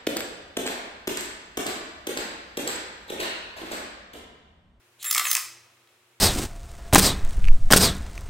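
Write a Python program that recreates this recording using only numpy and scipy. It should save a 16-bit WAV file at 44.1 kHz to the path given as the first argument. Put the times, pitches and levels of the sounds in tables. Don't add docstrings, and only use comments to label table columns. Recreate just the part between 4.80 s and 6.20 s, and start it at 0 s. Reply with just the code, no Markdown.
import sys
import numpy as np
from scipy import signal
from scipy.fft import rfft, irfft, next_fast_len
from scipy.io import wavfile
from scipy.ndimage import uniform_filter1d, map_coordinates

SR = 44100
rng = np.random.default_rng(int(sys.argv[2]) if len(sys.argv) > 2 else 0)


def volts_from_db(level):
    exponent = np.asarray(level, float) / 20
    return 10 ** exponent


def transcribe(u):
    v = np.clip(np.atleast_2d(u).T, -1, 1)
    q = np.round(v * 32767).astype(np.int16)
    wavfile.write(sys.argv[1], SR, q)


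N = 61739
OPPOSED = np.array([[1], [-1]])


def along(points, hz):
    f, v = np.transpose(points)
    return np.interp(np.log(hz + 1), np.log(f + 1), v)


def wobble(rate_hz):
    return map_coordinates(rng.standard_normal(N // 8), [np.arange(N) * rate_hz / SR])


def filtered(x, response):
    m = next_fast_len(N + SR // 2)
    return irfft(rfft(x, m) * response(np.fft.rfftfreq(m, 1 / SR)), m)[..., :N]


def tone(points):
    def response(hz):
        gain = volts_from_db(along(points, hz)) * np.minimum(1, hz / points[0][0]) ** 4
        return gain / np.sqrt(np.mean(gain ** 2))
    return response


def even(burst):
    z = rfft(burst)
    power = uniform_filter1d(abs(z) ** 2, size=len(z) // 32)
    flat = irfft(z / np.sqrt(power + 1e-30), len(burst))
    return flat * np.linalg.norm(burst) / np.linalg.norm(flat)


def rattles(rows, colour):
    rise_s, fall_s, spiky_db, sag_db = .00025, .0009, 4, 5
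    u = np.maximum(np.arange(-256, 768) / SR, 0)
    out = np.zeros(N)
    for s, db, hold in rows:
        contacts = np.sign(rng.standard_normal(len(u)))
        contacts = contacts * volts_from_db(spiky_db * rng.standard_normal(len(u)))
        onset = 1 - np.exp(-u / rise_s)
        decay = np.exp(-np.maximum(u - hold, 0) / fall_s)
        shape = volts_from_db(db - sag_db * np.minimum(u / hold, 1)) * onset * decay
        out[round(s * SR) - 256:][:len(u)] += even(shape * contacts)
    return filtered(out, tone(colour))


def air():
    # f/Hz, level/dB
    air_tone = [(70, -15), (170, -12), (420, -3.5), (900, -4), (2600, -5.5), (4500, -14), (9000, -15),
                (16000, -21)]
    # f/Hz, side under mid/dB
    air_side = [(60, -30), (200, -29.5), (400, -12.5), (1000, -5), (4000, 1), (15000, -1.5)]
    # f/Hz, level/dB, sway/dB
    hum_lines = [(120, -72, 1.7), (98, -80.5, 4.5), (89, -92, -5), (250, -84.5, 2), (346.3, -73.5, 4),
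                 (359.4, -74, 4), (447, -82, 2)]
    # t/s, level/dB
    drift = [(0, -1), (.3, 1.5), (.75, 4), (1.0, 0), (1.4, -1.5)]
    t = np.arange(N) / SR
    colour = tone(air_tone)
    mid = filtered(rng.standard_normal(N), colour)
    side = filtered(rng.standard_normal(N), lambda f: colour(f) * volts_from_db(along(air_side, f)))
    hum = np.zeros(N)
    for hz, db, sway_db in hum_lines:
        phase = 2 * np.pi * hz * t + 0.5 * sway_db * wobble(7.8)
        hum += volts_from_db(db + sway_db * wobble(12)) * np.sin(phase)
    hiss = volts_from_db(-64.5 + 0.47 * wobble(36)) * (mid + side * OPPOSED)
    return volts_from_db(np.interp(t, *np.transpose(drift))) * (hiss + hum)


def wake():
    # start t/s, first rise done t/s, peak t/s, level/dB
    rustle = (.186, .198, .228, -53)
    # f/Hz, level/dB
    wake_tone = [(710, -43), (1200, -24.5), (4080, 5), (5020, -20), (6100, -9.5), (7490, -1.5),
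                 (9010, -8.5), (11800, -11), (16000, -27)]
    a, full, b, db = rustle
    on = np.interp(np.arange(N) / SR, [a, full, b, b + 0.0056], [0, 0.85, 3.2, 0.048])
    return on * volts_from_db(db) * filtered(rng.standard_normal(N), tone(wake_tone))


def whir():
    # t/s, level/dB
    motion = [(.226, -90), (.244, -46), (.255, -38), (.3, -41), (.35, -43), (.43, -46), (.46, -38),
              (.51, -38), (.55, -44), (.575, -70)]
    # f/Hz, level/dB
    whir_tone = [(290, -73), (500, -36.5), (1950, -6), (2650, -15), (5970, -24), (7420, -5), (10400, -12.5),
                 (11500, -16), (16000, -10.5)]
    s, db = np.transpose(motion)
    level_db = np.interp(np.arange(N) / SR, s, db, left=-120, right=-120)
    roughness_db = 1.2 * wobble(500)
    return volts_from_db(level_db + roughness_db) * filtered(rng.standard_normal(N), tone(whir_tone))


def curtain_slaps():
    # t/s, level/dB, rattle/s
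    slaps = [
        (.2275, -32, .005),
        (.2505, -33, .003),
        (.3015, -33, .005),
        (.3101, -14, .0045),
        (.4835, -30, .004),
        (.505, -31, .004),
        (.5130, -13.5, .0045),
    ]
    # f/Hz, level/dB
    slap_tone = [(500, -28), (1200, -14), (2400, -14.5), (3600, -4.5), (6900, -2), (8300, -4.5),
                 (12000, -3.5), (16000, -0.5)]
    return rattles(slaps, slap_tone)


def cam_knocks():
    # t/s, level/dB, rattle/s
    knocks = [
        (.2285, -49.5, 0.0023),
        (.357, -29, 0.0024),
        (.3955, -30, 0.0052),
        (.5595, -32, 0.0037),
    ]
    # f/Hz, level/dB
    knock_tone = [(500, -30), (750, -9), (1200, -1.5), (1600, -9), (2100, -2.5), (3000, -15.5), (8000, -17),
                  (16000, -43)]
    return rattles(knocks, knock_tone)


def latches():
    # t/s, level/dB, rattle/s
    snaps = [
        (.2335, -31.5, 0.00051),
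        (.342, -31, .002),
        (.3478, -16.5, 0.0025),
        (0.5, -31, 0.0011),
        (.5510, -15, 0.0023),
    ]
    # f/Hz, level/dB
    latch_tone = [(290, -50), (500, -31.5), (1190, -21), (2290, 0.5), (3650, -8.5), (7980, 2), (10200, -9),
                  (13400, -8.5), (16000, -18)]
    return rattles(snaps, latch_tone)


def frame_stops():
    # t/s, level/dB, rattle/s
    stops = [
        (.2425, -34, 0.0056),
        (.373, -32, .002),
        (.3788, -17.5, 0.0049),
    ]
    # f/Hz, level/dB
    stop_tone = [(240, -46.5), (400, -24), (1070, -5), (4240, 4.5), (5430, -7), (7750, 6), (9760, -5.5),
                 (13300, -1), (16000, -6)]
    return rattles(stops, stop_tone)


def motor():
    # start t/s, end t/s, first f/Hz, settled f/Hz, level/dB
    runs = [
        (.243, .309, 4080, 3697, -33),
        (.439, .514, 4120, 3125, -30.5),
    ]
    settle_s = [.021, .044]
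    overtone_db = [
        [-14, -1, 1, -9, -30],
        [-14, 0, -3, -7, -7],
    ]
    fade_db_per_s = [-30, -25]
    edge_s = .005
    t = np.arange(N) / SR
    out = np.zeros(N)
    for run, settle, levels, fade in zip(runs, settle_s, overtone_db, fade_db_per_s):
        a, b, first_hz, end_hz, db = run
        u = np.clip((t - a) / settle, 0, 1)
        sag = (1 - u) ** 1.6 * (1 + 0.71 * u)
        phase = 2 * np.pi * np.cumsum(end_hz + (first_hz - end_hz) * sag) / SR
        on = np.clip((t - a) / edge_s, 0, 1) * np.clip((b - t) / edge_s, 0, 1)
        for k, level_db in enumerate(levels):
            faded_db = max(k - 1, 0) * fade * np.clip(t - a, 0, b - a)
            flutter_db = 2 * wobble(130)
            out += on * volts_from_db(db + level_db + faded_db + flutter_db) * np.sin((k + 1) * phase)
    return out


def cams_engaging():
    # t/s, level/dB, rattle/s
    cams = [
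        (.2505, -37, .002),
        (.3005, -37, .002),
        (.4525, -25, .004),
        (.501, -34, .003),
    ]
    # f/Hz, level/dB
    cam_tone = [(600, -20), (1150, -10), (2500, 0), (3900, -4), (4800, -16), (9000, -22), (16000, -30)]
    return rattles(cams, cam_tone)


def late_tap():
    # t/s, level/dB, rattle/s
    tap = [
        (1.0735, -57, .002),
    ]
    # f/Hz, level/dB
    tap_tone = [(1500, -12), (2800, -3), (3400, 6.5), (5000, -10), (9000, -13.5)]
    return rattles(tap, tap_tone)


def body(f):
    # f/Hz, width/Hz, level/dB
    shell = [(1204, 41, 6.5), (1282, 68, 6.5), (1330, 24, 0.5), (2000, 180, 0), (2563, 83, -2),
             (3336, 98, 0), (5251, 53, 5), (6350, 52, 1.5), (8120, 180, -9.5), (9440, 130, 5),
             (10330, 140, -0.5), (12600, 430, -12)]
    return 1 + sum(volts_from_db(db) * 1j * f * w / (c * c - f * f + 1j * f * w) for c, w, db in shell)


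def room(x):
    # f/Hz, t60/s
    room_t60 = [(500, 0.43), (1200, 0.45), (2500, 0.46), (5300, 0.51), (9000, 0.4), (15000, 0.3)]
    # f/Hz, level/dB
    room_tone = [(500, -3.5), (1200, 3.5), (1600, 0.5), (2150, 1.5), (3500, -2), (5300, 2.5), (7000, -2.5),
                 (16000, 5.5)]
    # f/Hz, level/dB
    wall_tone = [(500, 0), (1200, 2), (2100, 2), (3800, -4), (5300, 0), (8000, 0), (11000, -4), (16000, -5)]
    # f/Hz, side under mid/dB
    room_wide = [(500, -13.5), (1200, -29), (3000, -12), (6000, -9.5), (15000, -12)]
    room_db, build_s = -2, .012
    linger_db, linger_t60, linger_top_hz = -30.5, 2.05, 4990
    wall_s, smear_s, wall_db = .0166, .0011, -2.5

    hz, t, z = signal.stft(rng.standard_normal((2, SR)), SR, nperseg=256)
    near = volts_from_db(-60 * t / along(room_t60, hz)[:, None])
    linger = volts_from_db(linger_db - 60 * t / linger_t60) / (1 + (hz[:, None] / linger_top_hz) ** 4)
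    z = z * (near + linger) * volts_from_db(along(room_tone, hz))[:, None]
    tail = signal.istft(z, SR, nperseg=256)[1][:, :SR]
    t = np.arange(SR) / SR
    tail = tail * (1 - np.exp(-t / build_s))

    wall = np.sign(rng.standard_normal((2, SR))) * np.exp(-.5 * ((t - wall_s) / smear_s) ** 2)
    wall = np.array([even(w) for w in wall])

    late = signal.fftconvolve(x[None], tail / np.linalg.norm(tail[0]), axes=1)[:, :N]
    echo = signal.fftconvolve(x[None], wall / np.linalg.norm(wall[0]), axes=1)[:, :N]
    echo = filtered(echo, lambda f: volts_from_db(wall_db + along(wall_tone, f)))
    mid, side = volts_from_db(room_db) * late + echo
    return mid + filtered(side, lambda f: volts_from_db(along(room_wide, f))) * OPPOSED


def scene():
    blows = curtain_slaps() + cam_knocks() + latches() + frame_stops() + cams_engaging() + late_tap()
    shutter = filtered(blows + whir(), body) + motor() + wake()
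    apart = filtered(shutter, lambda f: 1j * volts_from_db(-11) * f / (f + 4000) * (f > 2500))
    return shutter + apart * OPPOSED + room(shutter) + air()


def top_cut(x):
    return signal.sosfilt(signal.butter(12, 17070, fs=SR, output="sos"), x)


def record(dry):
    mix = filtered(dry, lambda hz: hz < 15800)
    return top_cut(mix)


dry = scene()
out = record(dry)
transcribe(out)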